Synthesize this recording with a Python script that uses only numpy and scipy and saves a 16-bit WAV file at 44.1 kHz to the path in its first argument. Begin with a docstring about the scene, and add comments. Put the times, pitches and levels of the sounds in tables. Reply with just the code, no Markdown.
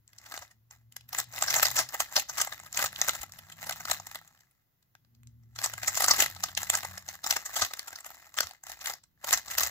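"""Room hush, a murmur of traffic and a distant engine droning through the walls come first. At once
a plastic puzzle cube is turned by hand close to a pair of microphones in a small quiet room.
Bursts of tiny impacts snap and rattle its pieces, and dense ticks scrape its layers round.
The hands shake the table with low noise and bump it with short low cycles.
The engine is sines on a gliding firing tone; hush and traffic are coloured noise."""
import sys
import numpy as np
from scipy import signal
from scipy.fft import rfft, irfft
from scipy.io import wavfile
from scipy.ndimage import uniform_filter1d

SR = 44100
rng = np.random.default_rng(int(sys.argv[2]) if len(sys.argv) > 2 else 0)


def transcribe(u):
    """Save the signal u as a 16-bit wav file named by the first command-line argument.

    u: samples, shape (n,) or (channels, n), limited to [-1, 1]; the rate is SR.
    q: integer samples, one column per channel.
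    """
    v = np.clip(np.atleast_2d(u).T, -1, 1)
    q = np.round(v * 32767).astype(np.int16)
    wavfile.write(sys.argv[1], SR, q)


def gain_from_db(level_db):
    """Turn a decibel level (scalar or array-like) into a linear amplitude factor."""
    decades = np.asarray(level_db, float) / 20
    return 10 ** decades


N = 427769

SIZE = 4096  # samples of one snap or filter response
APART = .62  # share of the crack that each microphone hears from another face of the cube


def evened(x):
    """Scales to rms 1."""
    return x / np.sqrt(np.mean(x ** 2) + 1e-20)


def read(points, hz):
    """Reads a spectrum on a log-frequency axis."""
    f, value = np.transpose(points)
    return np.interp(np.log(hz + 1), np.log(f + 1), value)


def add(mix, s, sound):
    """Mixes a sound in at s seconds."""
    part = mix[..., round(s * SR):][..., :sound.shape[-1]]
    part += sound[..., :part.shape[-1]]


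def causal(db):
    """Minimum-phase spectrum from dB gains on the half circle."""
    log = np.log(gain_from_db(np.concatenate([db, db[..., -2:0:-1]], -1)))
    return np.exp(np.conj(signal.hilbert(log)))[..., :db.shape[-1]]


def noise(points, channels):
    """Steady noise of a given colour, rms 1."""
    z = rfft(rng.standard_normal((channels, N)))
    colour = gain_from_db(read(points, np.fft.rfftfreq(N, 1 / SR)))
    return evened(irfft(z * colour, N))


def background():
    """Steady hush, and a traffic rumble that both microphones share for the most part."""
    # colour of room tone and microphone hiss [f/Hz, relative level per Hz/dB]
    hush_colour = [(18, -58), (30, -8.5), (112, -5), (298, -16), (533, -16.5), (2000, -20), (2600, -23.5),
                   (7470, -25.5), (8530, -43.5), (11000, -22), (15500, -14), (16500, -38.5)]
    hush_db = -77.5
    # low murmur of traffic: the part shared by both microphones [t/s, level/dB]
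    traffic_murmur = [(0, -78), (1.499, -79), (3, -64), (4.201, -77.5), (4.699, -83), (5.198, -72),
                      (6.5, -64.5), (8, -88.5), (9.1, -75), (9.7, -66)]
    s, db = np.transpose(traffic_murmur)
    rumble_colour = [(25, -9.5), (60, -1.5), (130, 5.5), (250, -10), (350, -13.5), (700, -49.5)]
    left, right, both = noise(rumble_colour, channels=3)
    rumble = both + .45 * np.array([left, right])
    rumble_gain = gain_from_db(np.interp(np.arange(N) / SR, s, db))
    return gain_from_db(hush_db) * noise(hush_colour, channels=2) + rumble_gain * rumble


def engine():
    """A firing tone, its octave and two shaft orders follow the engine speed, each fluttering unevenly."""
    # one path of the firing tone for each time the engine pulls [t/s, f/Hz, level/dB]
    pulls = [
        [(0, 108.2, -70.5), (.6, 112.2, -70.5), (1.45, 124.7, -60.5), (1.85, 127.2, -58), (2, 127.9, -96)],
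        [(2.2, 133.7, -93), (2.5, 138.8, -74.5), (3.3, 153.8, -71), (3.7, 161, -66.5), (4.1, 160.6, -67.5),
         (4.4, 166, -83)],
        [(4.9, 112.9, -86.5), (5.25, 118.5, -55), (5.5, 114.3, -60.5), (5.85, 110.4, -57), (6.02, 107, -68)],
        [(6, 95.2, -70), (6.12, 93.8, -57.5), (6.5, 90.6, -60.5), (6.9, 92.2, -56.5), (7.2, 84.5, -69.5)],
    ]
    # one row for each pull: tones at 5/8, 1, 7/5 and 2 times the firing tone, against its path
    # [level/dB, level/dB, level/dB, level/dB]
    order_levels = [(-9.5, 0, -19.5, -16.5), (3, 0.007, -6, -22.5), (-10, 0, -28, -13.5),
                    (-13, 0.0044, -9.5, -8.5)]
    out = np.zeros(N)
    for rows, orders_db in zip(pulls, order_levels):
        s, *columns = np.transpose(rows)
        t = np.arange(s[0], s[-1], 1 / SR)
        hz, pull_db = (np.interp(t, s, c) for c in columns)
        turns = np.cumsum(hz) / SR
        for order, db in zip((5 / 8, 1, 7 / 5, 2), orders_db):
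            drift = uniform_filter1d(rng.standard_normal((2, len(t))), size=1500)
            level, phase = evened(uniform_filter1d(drift, size=1500))
            gain = np.sqrt(2) * gain_from_db(pull_db + db + 3.3 * level)
            add(out, s[0], gain * np.sin(2 * np.pi * order * turns + 0.43 * phase))
    return out


def ring(count, vary_db, detune):
    """Spectra of the body modes and of the crack, struck at another spot each time."""
    # hollow pieces ring briefly, before each strike varies them [f/Hz, level/dB, t60/s]
    body_modes = [(351, -3.5, 0.014), (600, -19.5, 0.0082), (825, -7, 0.02), (906, 2.5, 0.0096),
                  (1275, 3, 0.023), (1557, 2.5, 0.02), (1856, -2, 0.024), (2065, 0.5, 0.017)]
    # colour of the crack as the microphones hear it, before each strike varies it [f/Hz, level/dB]
    crack_colour = [(150, -52), (600, -18.5), (2200, -6.5), (3700, -4.5), (7500, 0), (8200, -7),
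                    (8900, -17), (10200, -10.5), (11500, -8), (15600, -13.5), (16200, -57)]
    longest_s = .025  # upper limit on the t60 of the damped plastic
    t, hz = np.arange(SIZE) / SR, np.fft.rfftfreq(SIZE, 1 / SR)
    f, db, t60 = (c[:, None] for c in np.transpose(body_modes))
    spot = rng.standard_normal((count, 2, len(body_modes), 1))
    fade_db = -60 * t / np.minimum(t60, longest_s)
    tones = np.sin(2 * np.pi * f * (1 + detune * spot[:, 1]) * t)
    modes = gain_from_db(db + vary_db * spot[:, 0] + fade_db) * tones
    # small pieces radiate no bass
    small = causal(read([(100, -33.5), (350, -22.5), (480, -19.5), (620, -8.0)], hz))
    lumps = uniform_filter1d(rng.standard_normal((count, len(hz))), size=250, axis=1)
    crack = causal(read(crack_colour, hz) + vary_db * evened(lumps))
    return rfft(modes.sum(1)) * small, crack


def peaked(x):
    """Scales each sound so that its loudest moment, smoothed over 70 samples, has amplitude 1."""
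    power = uniform_filter1d((x ** 2).mean(1), size=70, axis=-1)
    return x / np.sqrt(2 * power.max(-1))[:, None, None]


def snaps():
    """Each snap is a rattle of tiny impacts that builds, peaks and dies; it cracks and rings the hollow pieces."""
    # pieces snapping into place, close up: moment the impacts peak, crack, hollow body against
    # crack, nominal half length ahead of the limits and unequal flanks
    # [t/s, level/dB, level/dB, half length/ms]
    snap_moments = [(0.0785, -46, -33, 0.75), (0.1329, -47, -30, 1.5), (0.1851, -38, -42, 2.1),
                    (0.2631, -41.5, -4, 6.2), (0.3223, -34.5, 1.5, 2.1), (0.3418, -35, 3, 1.4),
                    (0.3653, -35.5, -3.5, 2.9), (0.3771, -29.5, -7, 1.4), (0.4236, -41, 1, 6.83),
                    (0.5129, -52, -1, 5.2), (0.7106, -40, -8.5, 1.8), (0.9241, -44.5, -34, 1.6),
                    (0.9662, -29.5, -31, 1.1), (1.01, -47, -24, 1.6), (1.0915, -38, -25, 2.68),
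                    (1.1312, -27, -8.5, 2.3), (1.149, -25, -15, 1.4), (1.1876, -18.5, -12.5, 3.6),
                    (1.2012, -19, -15, 1.2), (1.3374, -38.5, -2.5, 1.8), (1.3811, -28.5, -1, 1.5),
                    (1.4242, -13.5, -7, 1.9), (1.4366, -26, -9.5, 1.8), (1.4829, -21, -3.5, 7.2),
                    (1.5057, -19.5, -6.5, 5.9), (1.542, -16.5, -6, 3.6), (1.5648, -15, -6.5, 6.6),
                    (1.5861, -23, -4, 4.0), (1.6305, -9, -8.5, 3.1), (1.6556, -14, -8.5, 5.0),
                    (1.7584, -27, -7.5, 3.3), (1.7674, -18, -7, 1.7), (1.7846, -19.5, -7.5, 16),
                    (1.7952, -22, -3.5, 13), (1.8901, -31.5, -24.5, 0.84), (1.9448, -26, -2, 6.1),
                    (2.0039, -15, -5.5, 2.8), (2.1656, -10.5, -10, 2.6), (2.1785, -19.5, -4.5, 4.3),
                    (2.198, -21.5, -24, 4.2), (2.2969, -26, -6.5, 6.2), (2.3831, -24.5, -5.5, 9.6),
                    (2.4037, -19.5, -4, 3.5), (2.4165, -14.5, -11.5, 3.6), (2.4742, -29.5, 0.5, 2.0),
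                    (2.5251, -30.5, -0.5, 2.9), (2.6002, -37, -1.5, 0.84), (2.6634, -39, -3, 3.3),
                    (2.7284, -29, -15.5, 1.5), (2.7474, -30.5, -13.5, 6), (2.7743, -17.5, -11, 3),
                    (2.7917, -23, -1.5, 5.7), (2.8184, -29, -10, 8.4), (2.8422, -20, -3.5, 1.2),
                    (2.8611, -22, -7.5, 4.4), (2.9609, -27.5, -35.5, 1.2), (3.0159, -10, -14, 0.52),
                    (3.0852, -16.5, -4, 1.3), (3.0937, -14.5, -10, 1.2), (3.1524, -28.5, -4, 2.56),
                    (3.2164, -30.5, -24, 2.81), (3.2348, -34.5, 0, 3.1), (3.3219, -35.5, -25, 0.88),
                    (3.3895, -38.5, -9, 3.2), (3.5001, -40, -2.5, 1.2), (3.5235, -37.5, -16.5, 3.8),
                    (3.6447, -37.1, -6, 2), (3.6706, -33.5, -3.5, 7.7), (3.6954, -23, -4, 2.1),
                    (3.7103, -28.5, -2, 1.4), (3.7257, -27.5, -23, 2.3), (3.8067, -37, 0, 3.8),
                    (3.8541, -28.5, -1, 1.7), (3.8836, -33, 4, 0.78), (3.8999, -25, -4, 1.5),
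                    (3.9138, -14.5, -16.5, 1.6), (3.9998, -33.5, -3.5, 1.6), (4.0696, -31.5, -8.5, 2.1),
                    (4.1563, -30, -2.5, 2.7), (4.2774, -45.5, -13.5, 1.9), (4.3753, -58, -19, 1.4),
                    (4.4076, -52, -13, 2.6), (4.5124, -60.5, -24, 2.5), (4.8275, -61.5, -10, 2),
                    (4.9522, -48.5, -1, 0.33), (5.049, -62.5, -7.5, 1.5), (5.1502, -59.5, -17, 2.0),
                    (5.2334, -53, -28, 1), (5.2726, -47, -41, 0.68), (5.4355, -67.5, -3, 3.5),
                    (5.5618, -36.5, -5, 3.7), (5.5892, -25.5, -10, 1.5), (5.643, -18.5, -8.5, 6.3),
                    (5.661, -19.5, -10, 0.51), (5.7373, -28, -3.5, 1.6), (5.7803, -33, 0.5, 0.61),
                    (5.8326, -25, -5, 2.4), (5.8809, -16, -7, 5.2), (5.9539, -26.5, -42, 3.6),
                    (5.9746, -19, -6.5, 5.6), (6.0057, -18.5, -2, 3.7), (6.0231, -17.5, -7.5, 3.2),
                    (6.0435, -14.5, -6, 5.5), (6.0847, -11, -6.5, 3.4), (6.1118, -7.5, -9, 4.6),
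                    (6.1439, -25, -5, 2.5), (6.1926, -22, -2, 6.5), (6.2042, -11, -16, 2.5),
                    (6.2243, -13, -8.5, 3.6), (6.3652, -37, -3.5, 2.67), (6.4384, -16, -7.5, 2.07),
                    (6.4878, -35.5, -5, 4.8), (6.5513, -28, -39, 0.53), (6.5759, -17, -13.5, 2.6),
                    (6.7005, -10, -15, 1.3), (6.7393, -24, -1, 5.6), (6.7529, -14, -8, 1.8),
                    (6.7739, -27, -5, 3.7), (6.8328, -29, -2, 0.93), (6.8497, -30, 2.5, 2.8),
                    (6.9791, -29.5, -12, 1.7), (7.0885, -25, -9.5, 1.1), (7.1421, -39, -4.5, 2.4),
                    (7.2433, -24.5, -8, 3.4), (7.2652, -21.5, -6, 1.8), (7.3094, -12.5, -28, 1.5),
                    (7.3257, -21, -7, 1.1), (7.3676, -21, -0.5, 3), (7.4607, -27, -6.5, 5.9),
                    (7.567, -21.5, -6, 8.3), (7.6217, -15.5, -4.5, 9), (7.6489, -25.5, -11.5, 2.4),
                    (7.7117, -40, 1.5, 4), (7.7371, -25, -8, 1.3), (7.7941, -23.5, -8.5, 0.72),
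                    (7.8817, -32, -6.5, 4.1), (7.9305, -37, 0, 2.3), (7.9592, -32, -11.5, 2.2),
                    (8.0062, -38, -16, 3.1), (8.0465, -37, -4.5, 1.62), (8.064, -35, -4.5, 6.8),
                    (8.1144, -49, 0.5, 3), (8.3419, -39, -45, 0.37), (8.3783, -27.5, -3, 7.7),
                    (8.3873, -14, -15, 0.82), (8.4066, -14, -8.5, 1.3), (8.4312, -30, -1, 4.2),
                    (8.5108, -37, -3, 0.81), (8.6374, -35, -11, 1.6), (8.6988, -33, -3, 3),
                    (8.8139, -35.5, -7.5, 4.6), (8.8597, -23, -43, 1.9), (8.8717, -26, -4, 1.9),
                    (8.9002, -30, -4.5, 3.5), (8.9369, -30.5, -8, 2), (9.0388, -48.5, -10.5, 2.3),
                    (9.2451, -27, -5.5, 2.44), (9.2914, -30.5, -6.5, 7.3), (9.3094, -19, -20.5, 0.6),
                    (9.3283, -15.5, -11.5, 0.36), (9.3359, -13, -9.5, 4.8), (9.4817, -34, -7.5, 3.1),
                    (9.5142, -28.5, -14, 4.5), (9.5839, -14, -14, 3.4), (9.5973, -20, -13.5, 2.9),
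                    (9.6347, -15.5, -25, 2.6), (9.665, -24.5, -24, 1.78)]
    s, db, body_db, ms = np.transpose(snap_moments)
    lead = 500  # samples of build-up kept ahead of the peak
    t = (np.arange(SIZE) - lead) / SR
    draw = rng.random((len(s), 2, 3, SIZE))
    half = np.clip(ms, .2, 15)[:, None, None] / 1000
    shape = np.exp(-abs(t / np.where(t < 0, 0.67 * half, 0.83 * half)) ** 0.74)
    hits = draw[:, 0] < 7000 / SR  # 7000 impacts a second
    strengths = np.tan(2.1 * (draw[:, 1] - .5))  # mostly weak, a few strong
    impacts = hits * strengths * shape
    shared, own = rfft(impacts[:, :1]), rfft(impacts[:, 1:])
    body, crack = ring(count=len(s), vary_db=5.0, detune=0.037)
    bright = irfft(((1 - APART) * shared + APART * own) * crack[:, None])
    hollow = irfft(shared * body[:, None])
    sound = peaked(bright) + gain_from_db(body_db)[:, None, None] * peaked(hollow)
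    out = np.zeros((2, N + lead))
    for k in range(len(s)):
        add(out, s[k], gain_from_db(db[k]) * sound[k])
    return out[:, lead:]


def turning_db():
    """Every turn builds up and dies away around its hardest moment; their powers add."""
    # layers turned round: hardest scrape, then the time for a change of 20 dB on either side
    # [t/s, level/dB, build-up/ms, die-away/ms]
    layer_turns = [(.091, -69, 21, 170), (.335, -49.5, 164, 153), (.715, -62, 12, 110),
                   (.925, -72.5, 14, 250), (1.195, -34, 71, 41), (1.425, -36, 122, 290),
                   (1.545, -34.5, 160, 140), (1.642, -28.5, 57, 87), (1.788, -31, 97, 62),
                   (1.935, -45, 100, 290), (2.02, -35.5, 55, 27), (2.18, -33, 68, 54), (2.4, -36, 125, 110),
                   (2.52, -50, 150, 260), (2.84, -32.5, 110, 57), (2.98, -48, 39, 330),
                   (3.09, -38, 207, 130), (3.22, -45.5, 180, 33), (3.33, -55.5, 11, 150),
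                   (3.5, -58.5, 190, 99), (3.62, -46.5, 68, 560), (3.7, -46, 120, 160), (3.92, -36, 77, 77),
                   (4.14, -51, 170, 88), (4.25, -63.5, 100, 310), (5.59, -43, 20, 184),
                   (5.65, -45, 87, 150), (5.88, -37, 95, 130), (6.03, -38, 330, 300), (6.1, -35, 130, 250),
                   (6.219, -28, 81, 68), (6.44, -42, 73, 110), (6.59, -37, 32, 96), (6.761, -36.5, 150, 65),
                   (6.9, -48, 440, 220), (7.119, -47, 86, 100), (7.31, -34.5, 86, 144),
                   (7.632, -33, 156, 61), (7.8, -53.5, 530, 470), (8.09, -52.5, 39, 370),
                   (8.409, -42.5, 87, 133), (8.712, -44.5, 69, 92), (8.889, -39.5, 97, 77),
                   (9.342, -31, 93, 70), (9.521, -37.5, 78, 100), (9.61, -26.5, 21, 87)]
    rest_db = -94  # fingers resting on the cube between turns
    curved = 1.64  # above 1 a turn has a rounder top and steeper ends
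    t = np.arange(0, N, 64) / SR
    s, db, build_ms, die_ms = (c[:, None] for c in np.transpose(layer_turns))
    away_ms = 1000 * (t - s)
    each = db - 20 * (abs(away_ms) / np.where(away_ms < 0, build_ms, die_ms)) ** curved
    power = (gain_from_db(each) ** 2).sum(0) + gain_from_db(rest_db) ** 2
    return np.interp(np.arange(N) / SR, t, 10 * np.log10(power))


def scrape(db):
    """Dense small ticks in uneven clumps while a layer slides over its neighbours."""
    # hollow body against a -40 dB scrape; harder turns sound brighter
    hollow_db, hollow_per_db = -5.5, -0.17
    clumps = gain_from_db(6.5 * evened(uniform_filter1d(rng.standard_normal(N), size=110)))
    strength = gain_from_db(4 * np.minimum(rng.exponential(1, (3, N)), 4))
    signed = strength * rng.choice([-1, 1], (3, N))
    ticks = clumps * signed * (rng.random((3, N)) < 3500 / SR)  # 3500 ticks a second
    spot = rng.integers(0, 12, N)  # each tick strikes one of 12 spots
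    body, crack = (irfft(z)[:, None, :SIZE // 2] for z in ring(count=12, vary_db=8.5, detune=0.09))

    def struck(source, responses):
        """Each spot answers its own ticks with its own response."""
        return sum(signal.oaconvolve(source * (spot == k), h, axes=1)[:, :N]
                   for k, h in enumerate(responses))

    faces = (1 - APART) * ticks[:1] + APART * ticks[1:]
    bright = struck(faces, crack)
    hollow = struck(ticks[:1], body)
    over_db = np.maximum(db + 40, -25)
    hollow_gain = gain_from_db(hollow_db + hollow_per_db * over_db)
    return gain_from_db(db) * (evened(bright) + hollow_gain * evened(hollow))


def room(x):
    """A dense tail of reflections, each band dying at its own speed."""
    # decay of the small room [f/Hz, t60/s]
    room_decay = [(300, .3), (1000, 0.05), (4000, 0.25), (14000, 0.021)]
    taps = rng.standard_normal((2, SR // 2)) * (np.arange(SR // 2) > 90)  # reflections start after 2 ms
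    hz, t, z = signal.stft(taps, SR, nperseg=128)
    fade = gain_from_db(-60 * t / read(room_decay, hz)[:, None])
    tail = signal.istft(z * fade, SR, nperseg=128)[1]
    return signal.oaconvolve(x, tail / np.linalg.norm(tail, axis=1, keepdims=True), axes=1)[:, :N]


def shake(db):
    """The turning hands shake the table: low noise that follows the scraping."""
    table_colour = [(25, -11), (70, 7.5), (200, -7.5), (350, -8), (500, -43.0)]
    left, right, both = noise(table_colour, channels=3)
    return gain_from_db(0.67 * db - 37.5) * (both + .5 * np.array([left, right]))


def bumps():
    """Each bump is a few soft low cycles that swell and die."""
    # hands bumping as they regrip, level ahead of the swell [t/s, level/dB, f/Hz]
    regrips = [(0.399, -58, 79.5), (1.699, -60, 78.1), (2.837, -48, 111), (3.199, -47.5, 59.66),
               (3.917, -54.5, 63.6), (5.748, -47, 108.5), (6.199, -50, 66), (6.8, -64, 107),
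               (7.351, -64, 71), (7.622, -43, 91), (7.919, -60.5, 85), (8.44, -51, 80.4),
               (9.349, -55, 54.3)]
    out, t = np.zeros(N), np.arange(SR // 4) / SR
    swell = t / 0.007 * np.exp(1 - t / 0.0082)
    for s, db, hz in regrips:
        add(out, s, gain_from_db(db) * swell * np.sin(2 * np.pi * hz * t))
    return out


def scene():
    """The cube reaches the left microphone first, then the room answers."""
    lag_s = 0.00014  # the right microphone is a little farther from the cube
    turning = turning_db()
    cube = snaps() + scrape(turning)
    # fractional delays: half the lag early on the left, half late on the right
    shift = np.array([[-.5], [.5]]) * lag_s * SR
    late = np.sinc(np.arange(-48, 49) - shift) * np.hanning(97)
    direct = signal.oaconvolve(cube, late, "same", axes=1)
    # engine and bumps come from the left and reach the right microphone 30 samples later
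    low = engine() + bumps()
    low = np.array([low, np.roll(low, 30)]) + shake(turning)
    nearer_left = gain_from_db([[.6], [-.6]])
    echo = gain_from_db(-16) * room(cube)
    return nearer_left * (direct + echo + low) + background()


def top_cut(x):
    """Nothing passes above the cut-off."""
    return signal.sosfilt(signal.butter(12, 17150, fs=SR, output="sos"), x)


def record(dry):
    """The microphone housing colours everything by its ring and dip."""
    # ring and dip of the microphone housing [f/Hz, level/dB]
    housing_colour = [(1900, 0), (2050, 5), (2130, 0), (2250, -5), (2500, 0)]
    housing = irfft(causal(read(housing_colour, np.fft.rfftfreq(SIZE, 1 / SR))))
    mix = signal.oaconvolve(dry, housing[None], axes=1)[:, :N]
    return top_cut(mix)


dry = scene()
out = record(dry)
transcribe(out)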